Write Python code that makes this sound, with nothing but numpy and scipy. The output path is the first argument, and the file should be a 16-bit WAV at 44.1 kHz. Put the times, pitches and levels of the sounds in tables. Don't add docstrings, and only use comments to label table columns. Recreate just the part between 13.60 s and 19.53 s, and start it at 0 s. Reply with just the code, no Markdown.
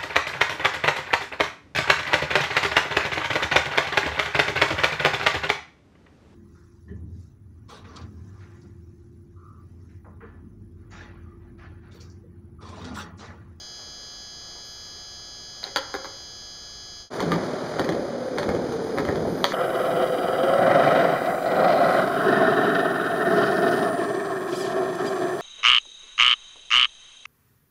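import sys
import numpy as np
from scipy import signal
from scipy.fft import rfft, irfft
from scipy.io import wavfile

SR = 44100
rng = np.random.default_rng(int(sys.argv[2]) if len(sys.argv) > 2 else 0)


def generate_wav(signal):
    frames = np.transpose(np.atleast_2d(signal))
    scaled = np.clip(frames, -1, 1) * 32767
    pcm = np.round(scaled).astype(np.int16)
    wavfile.write(sys.argv[1], SR, pcm)


N = 261513
T = np.arange(N) / SR
SECOND_SPOT_S, POP_S = 3.5, 5.8424
HIGHEST_HZ = 15400


def gain_of(db):
    return 10 ** (np.asarray(db) / 20)


def unit_level(x):
    return x / np.sqrt(np.mean(x ** 2) + 1e-20)


def noise(length=N):
    return rng.standard_normal(length)


def look_up(points, hz):
    table_hz, value = np.transpose(points)
    return np.interp(np.log(hz + 1), np.log(table_hz + 1), value)


def add(mix, start_s, sound):
    part = mix[round(start_s * SR):][:len(sound)]
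    part += sound[:len(part)]


def coloured(x, points):
    return irfft(rfft(x) * gain_of(look_up(points, np.fft.rfftfreq(len(x), 1 / SR))), len(x))


def band(x, low_hz, high_hz, order=3):
    edges = [low_hz, min(high_hz, SR / 2.05)]
    return signal.sosfilt(signal.butter(order, edges, "band", fs=SR, output="sos"), x)


def lowpass(x, hz, order=2):
    return signal.sosfilt(signal.butter(order, hz, fs=SR, output="sos"), x)


def drift(hz):
    return unit_level(lowpass(noise(), hz))


def tone_filter(x, gain_at, size=4096):
    hz = abs(np.fft.fftfreq(size, 1 / SR))
    log_gain = np.log(np.maximum(gain_at(hz), 1e-3))
    taps = np.fft.ifft(np.exp(np.conj(signal.hilbert(log_gain)))).real
    return signal.oaconvolve(x, taps[:size // 2])[:len(x)]


# (frequency [Hz], level [dB])
LAMP_TONES = [(1680, -58.5), (2998, -56.5), (3241, -53), (3359, -54.5), (3478, -60.5), (3957, -61),
              (4081, -53), (4199, -61), (4436, -57), (4678, -51.5), (4797, -70.5), (4915, -45.5),
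              (5039, -49), (5157, -54), (5276, -56), (5399, -57.5), (5879, -61.5), (5938, -56), (5997, -67),
              (6115, -57), (6239, -76.5), (6358, -50), (6417, -66), (6476, -53), (6595, -59.5), (6718, -94),
              (6837, -92), (6955, -60), (7197, -60.5), (9717, -72.5)]
# (frequency [Hz], level [dB])
LAMP_THIN_TONES = [(360, -66.5), (720, -64), (7556, -67.5), (9055, -73), (9595, -93), (9955, -73),
                   (11994, -80)]
# (frequency [Hz], level [dB])
LAMP_FAINT_TONES = [(120, -72), (240, -78), (480, -65), (600, -70), (720, -66), (1000, -73), (1900, -75.5),
                    (2700, -72), (4500, -97), (6500, -60), (8300, -95), (9600, -85.5), (11500, -100.5),
                    (15000, -93)]
def lamp_buzz(mains_hz=59.969, flutter_db=0.14, uneven_db=4, odd_db=-6):
    listed = {round(hz / mains_hz): db for hz, db in list(LAMP_TONES) + list(LAMP_THIN_TONES)}
    harmonics = np.arange(2, int(HIGHEST_HZ / mains_hz))
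    faint_db = look_up(LAMP_FAINT_TONES, harmonics * mains_hz) + odd_db * (harmonics % 2)
    faint_db += uneven_db * noise(len(harmonics))
    levels_db = [listed.get(n, db) for n, db in zip(harmonics, faint_db)]
    lag = np.pi / 2 * (harmonics // 2 % 2)
    lag += .007 * harmonics ** 2
    lag += 0.66 * noise(len(harmonics))
    turn = np.linspace(0, 1, 8193)
    cycle = gain_of(levels_db) @ np.cos(2 * np.pi * harmonics[:, None] * turn - lag[:, None])
    return np.sqrt(2) * np.interp(T * mains_hz % 1, turn, cycle) * gain_of(flutter_db * drift(6.8))


# (frequency [Hz], relative level [dB])
AIR_COLOUR = [(15, -5.5), (55, 1), (130, -4.5), (260, -10.5), (700, -12.5), (1000, -17.5), (1300, -11),
              (1700, -19), (3300, -22), (4800, -12), (7000, -22), (8600, -28), (10000, -33), (15000, -39.5)]
def night_air(db=-49.5, swell_db=.5):
    return gain_of(db + swell_db * drift(4)) * unit_level(coloured(noise(), AIR_COLOUR))


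# (time [s], level [dB])
FOOTFALLS = [(0.189, -47.5), (.265, -53), (.95, -51), (1.79, -54)]
def footsteps(rise_s=0.0032, fade_s=0.04):
    out, t = np.zeros(N), np.arange(SR // 4) / SR
    for start_s, db in FOOTFALLS:
        puff = unit_level(band(noise(len(t)), 280, 1200, order=2))
        add(out, start_s, gain_of(db) * puff * np.minimum(t / rise_s, 1) * np.exp(-t / fade_s))
    return out


def rustle(start_s=1.04, db=-61.5, rise_s=.015, fade_s=0.18):
    age = np.maximum(T - start_s, 0)
    hiss = unit_level(band(noise(), 8500, 14000, order=1))
    return gain_of(db) * hiss * np.minimum(age / rise_s, 1) * np.exp(-age / fade_s)


# (frequency [Hz], relative level [dB], time to fade 60 dB [s])
BOARD_NOTES = [(162, -18.5, 0.11), (300, -15, 0.078), (403, -13, 0.066), (547, -8, 0.15), (793, -4, 0.035),
               (1033, 0, 0.014), (1320, -0.5, 0.016), (1715, 2.5, 0.0096), (2033, -0.5, 0.01),
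               (3160, 7.5, 0.0048), (3860, 3.5, 0.0056), (4506, 2, 0.0091), (6300, -1.5, 0.0046)]
def board_blows(rows, snap_db, snap_s, snap_hz, detune, low_hz, contact_s, top_db):
    out, t = np.zeros(N), np.arange(SR * 3 // 5) / SR
    hz, note_db, ring_s = np.transpose(BOARD_NOTES)[:, :, None]
    for start_s, db, bass_db, treble_db, room_db in rows:
        pitch = hz * (1 + detune * noise(hz.shape))
        notes = np.sin(2 * np.pi * (pitch * t + rng.random(hz.shape)))
        ring = (gain_of(note_db - 60 * t / ring_s) * notes).sum(0)
        snap = gain_of(snap_db) * lowpass(noise(len(t)), snap_hz, order=1) * np.exp(-t / snap_s)
        struck = band((ring + snap) * np.minimum(t / contact_s, 1), low_hz, SR / 2)
        colour = [(330, bass_db), (800, 0), (2300, 0), (3200, treble_db), (7000, treble_db),
                  (12000, treble_db / 2 + top_db)]
        hit = gain_of(db) * tone_filter(struck, lambda f: gain_of(look_up(colour, f)))
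        walls_db = 0 if start_s < SECOND_SPOT_S else -7
        add(out, start_s, with_echoes(hit, walls_db) + gain_of(room_db) * canopy_ring(hit))
    return out


# (time [s], level [dB], extra bass [dB], extra treble [dB], room sound [dB])
DECK_KNOCKS = [(2.031, -34.5, -3.5, -1, 8), (2.067, -40, 10, 0, 4), (2.1605, -17, 0, 3.5, 1),
               (2.3410, -21, 2, -11.5, 3), (2.4452, -30, -0.5, -9, 4.5), (5.8424, -10.5, -5, -5, -3.5),
               (5.921, -24.5, -6, -14, 0)]
def deck_knocks():
    return board_blows(DECK_KNOCKS, snap_db=7.5, snap_s=0.0011, snap_hz=4400, detune=0.014,
                       low_hz=258, contact_s=0.00026, top_db=-3)


# (delay [s], relative level [dB])
WALL_ECHOES = [(.0102, -5), (.0228, -14), (.0283, -17)]
def with_echoes(x, walls_db):
    out = x.copy()
    for delay_s, db in WALL_ECHOES:
        add(out, delay_s, gain_of(db + walls_db) * x)
    return out


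# (frequency [Hz], time to fade 60 dB [s])
CANOPY_RING_TIMES = [(150, 1), (500, 0.66), (1400, 0.63), (4000, 0.42), (12000, 0.21)]
def canopy_ring(x, scatter_db=-5, scatter_s=0.016, tail_db=-10):
    t = np.arange(len(x)) / SR
    hz, age, spectrum = signal.stft(noise(len(x)), SR, nperseg=256)
    dying = gain_of(-60 * age / look_up(CANOPY_RING_TIMES, hz)[:, None])
    tail = signal.istft(spectrum * dying, SR, nperseg=256)[1][:len(x)]
    scatter = noise(len(x)) * np.exp(-t / scatter_s)
    build_up = np.clip(t / 0.0054 - .2, 0, 1)
    response = sum(gain_of(db) * build_up * part / np.linalg.norm(build_up * part)
                   for db, part in [(scatter_db, scatter), (tail_db, tail)])
    return signal.fftconvolve(x, response)[:len(x)]


# (time [s], level [dB], pitch [Hz])
TRUCK_CLINKS = [(2.040, -14, 4190)]
def truck_clink(length_s=.0021, room_db=-10):
    out, t = np.zeros(N), np.arange(SR // 3) / SR
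    shape = np.sin(np.pi * np.minimum(t / length_s, 1))
    for start_s, db, hz in TRUCK_CLINKS:
        tick = gain_of(db) * shape * np.sin(2 * np.pi * hz * t)
        add(out, start_s, tick + gain_of(room_db) * canopy_ring(tick))
    return out


# (time [s], level [dB], pitch [Hz], crack level [dB])
PLYWOOD_NOTES = [(2.1603, -16, 1373, -9), (3.7182, -16, 1205, -34), (5.8422, -17, 975, -9.5)]
def plywood(ring_s=0.054, crack_hz=3320, crack_s=0.013, rise_s=0.00032, room_db=-6):
    out, t = np.zeros(N), np.arange(SR // 2) / SR
    for start_s, db, hz, crack_db in PLYWOOD_NOTES:
        note = gain_of(db - 60 * t / ring_s) * np.sin(2 * np.pi * hz * t)
        note += gain_of(crack_db - 60 * t / crack_s) * np.sin(2 * np.pi * crack_hz * t)
        note *= np.minimum(t / rise_s, 1)
        add(out, start_s, note + gain_of(room_db) * canopy_ring(note))
    return out


# (time reached [s], roughness [dB], thump level [dB])
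CONCRETE_SLABS = [(3.69, 0.5, -47), (4.25, -3, -47), (4.78, 0, -34), (5.4888, 1, -38)]
def slab_surface(change_s=0.12):
    out = np.array([np.zeros(N), np.full(N, CONCRETE_SLABS[0][2], float)])
    for start_s, *surface in CONCRETE_SLABS:
        arrived = np.clip((T - start_s) / change_s + .5, 0, 1)
        out += arrived * (np.array(surface)[:, None] - out)
    return out


# (frequency [Hz], relative level [dB])
ROLL_COLOUR = [(20, -18), (50, -18), (85, -13), (170, -2), (450, 0.5), (650, -5), (900, -10.5),
               (1400, -10.5), (2200, -20), (3400, -24), (4900, -22), (7000, -27.5), (9800, -38),
               (12000, -60), (15000, -66)]
def rolling(midway_s=5.0, grains_per_s=500, turn_hz=39, throb=0.17, airborne_db=-4, lift_s=0.027):
    rough_db, thump_db = slab_surface()
    shake, past_midway_s = shudder(), T - midway_s
    rumble_db = -37 + 1.1 * rough_db + 10.5 * shake + past_midway_s
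    roar_db = -32 + 0.32 * rough_db + 6 * shake + 0.5 * past_midway_s
    grit_db = -39 + 0.83 * rough_db - 0.5 * shake - 2 * past_midway_s
    texture = coloured(noise(), ROLL_COLOUR)
    grains = rng.random(N) < grains_per_s / SR
    grain_db = 4 * np.minimum(rng.exponential(1, N), 4)
    sand = grains * gain_of(grain_db) * rng.choice([-1, 1], N)
    crunch = coloured(noise() + 0.34 * unit_level(sand), ROLL_COLOUR)
    roll = gain_of(rumble_db) * unit_level(band(texture, 31, 298, order=4))
    roll += gain_of(roar_db) * unit_level(band(coloured(noise(), ROLL_COLOUR), 300, 850, order=4))
    roll += gain_of(grit_db) * unit_level(band(crunch, 740, 12700, order=4))
    roll += shake * gain_of(thump_db) * unit_level(band(noise(), 66.7, 101))
    roll += roll_notes(past_midway_s)
    turns = np.cumsum(turn_hz * (1 + 0.028 * drift(5.0))) / SR
    lift_off = gain_of(airborne_db * np.clip((T - POP_S) / lift_s, 0, 1))
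    return roll * lift_off * (1 + throb * np.sin(2 * np.pi * turns))


def hollow_note(hz, db, width_hz):
    angle = 2 * np.pi * np.cumsum(hz * np.ones(N)) / SR
    return gain_of(db) * (drift(width_hz) * np.cos(angle) + drift(width_hz) * np.sin(angle))


def roll_notes(past_midway_s, sink_hz_per_s=143, boom_from_s=3.59, boom_to_s=3.8, edge_s=0.021):
    swell_db = -31.5 - 5 * (past_midway_s / 0.74) ** 2
    sinking = hollow_note(479 - sink_hz_per_s * past_midway_s, swell_db, width_hz=24.4)
    on_slab = np.clip(np.minimum(T - boom_from_s, boom_to_s - T) / edge_s, 0, 1)
    boom = on_slab * hollow_note(hz=169, db=-27.5, width_hz=8.5)
    drone = hollow_note(hz=246.5, db=-42, width_hz=5.5)
    return sinking + boom + drone


# (frequency [Hz], relative level [dB])
BEARING_COLOUR = [(7000, -40), (8600, -5.5), (9900, 0.5), (10700, -1), (11800, -14.5), (15000, -11.5)]
def bearings(surge_db=2, swell_s=.13, fade_s=0.036):
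    fizz_db = -58.5 + 0.5 * slab_surface()[0] + surge_db * drift(9.7)
    fizz = gain_of(fizz_db) * unit_level(coloured(noise(), BEARING_COLOUR))
    run_up = np.exp(-np.maximum((POP_S - T) / swell_s, (T - POP_S) / fade_s))
    hiss = gain_of(-53 + surge_db * drift(14)) * unit_level(band(noise(), 8800, 14000))
    return fizz + run_up * hiss


SLANT_S = .0075
# (time [s], level [dB], extra bass [dB], extra treble [dB], shudder [0-1], rebound delay [s])
AXLE_DROPS = [(3.6036, -21, 11, -4, 1, 0.023), (3.7184, -19.5, 2, -5, 0.76, 0.021),
              (4.1949, -19.5, 14, -5, .5, 0.05), (4.290, -24, 18.5, -2.5, 1, 0.033),
              (4.7836, -19, -1, -5, 0.55, 0.047), (4.890, -23.5, 15, -9, 0.94, .06),
              (5.384, -19.5, 8.5, -8.5, 0.4, 0.067), (5.4881, -21.5, -1, -15, 0.8, 0.069)]
# (time [s], level [dB], extra bass [dB], extra treble [dB], room sound [dB])
PEBBLE_TICKS = [(5.122, -31, -2, -2, 2)]
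def wheel_clacks(rattles=2, rattle_gap_s=.019, jitter=.25, uneven_db=2):
    rows = []
    for start_s, db, bass_db, treble_db, _, rebound_s in AXLE_DROPS:
        rows.append((start_s - SLANT_S, db - 6.5, bass_db, -16, 0))
        rows.append((start_s, db, bass_db, treble_db, 0))
        rows.append((start_s + rebound_s, db - 6.5, bass_db, -7, 1))
        for k, (late, hard) in enumerate(noise((rattles, 2))):
            rattle_s = start_s + rattle_gap_s * (k + 1 + jitter * late)
            rattle_db = db - 12.5 + 0.5 * k + uneven_db * hard
            rows.append((rattle_s, rattle_db, bass_db / 2, -9, -4))
    return board_blows(rows + list(PEBBLE_TICKS), snap_db=6, snap_s=0.0034, snap_hz=5270,
                       detune=0.036, low_hz=126, contact_s=0.00052, top_db=-10)


def shudder(rise_s=.006, fade_s=.11, crouch_s=5.68, crouch_spread_s=0.083):
    out = .5 * np.exp(-((T - crouch_s) / crouch_spread_s) ** 2)
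    for start_s, _, _, _, strength, _ in AXLE_DROPS:
        age = np.maximum(T - start_s + SLANT_S, 0)
        out += strength * np.minimum(age / rise_s, 1) * np.exp(-age / fade_s)
    return out


def grip_scrape(db=-35, rise_s=0.0084, fade_s=0.27):
    age = np.maximum(T - POP_S, 0)
    scrape = unit_level(band(noise(), 1100, 5500, order=2))
    return gain_of(db) * np.minimum(age / rise_s, 1) * np.exp(-age / fade_s) * scrape


# (time [s], volume [0-1])
SPOT_FADE = [(3.405, 1), (3.5, 0), (3.535, 1)]
def scene(far_lamp_db=-13.5):
    knocks, clacks, buzz = deck_knocks(), wheel_clacks(), lamp_buzz()
    waiting = buzz + night_air() + rustle() + footsteps() + truck_clink()
    riding = gain_of(far_lamp_db) * buzz + rolling() + bearings() + clacks + grip_scrape()
    mix = np.where(T < SECOND_SPOT_S, waiting, riding) + knocks + plywood()
    fade = np.interp(T, *np.transpose(SPOT_FADE))
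    return (fade * mix)[None]


# (frequency [Hz], width [Hz])
MICROPHONE_DIPS = [(2700, 513), (5510, 377), (7940, 1780), (10950, 850)]
def record(dry, depth=1.4, leak=0.044):
    def dips(f):
        notches = [np.hypot(f - hz, leak * width) / np.hypot(f - hz, width / 2)
                   for hz, width in MICROPHONE_DIPS]
        return np.prod(notches, 0) ** depth
    treble_cut = signal.firwin(511, HIGHEST_HZ, window=("kaiser", 9), fs=SR)
    return signal.oaconvolve(tone_filter(dry[0], dips), treble_cut, "same")[None]


dry = scene()
out = record(dry)
generate_wav(out)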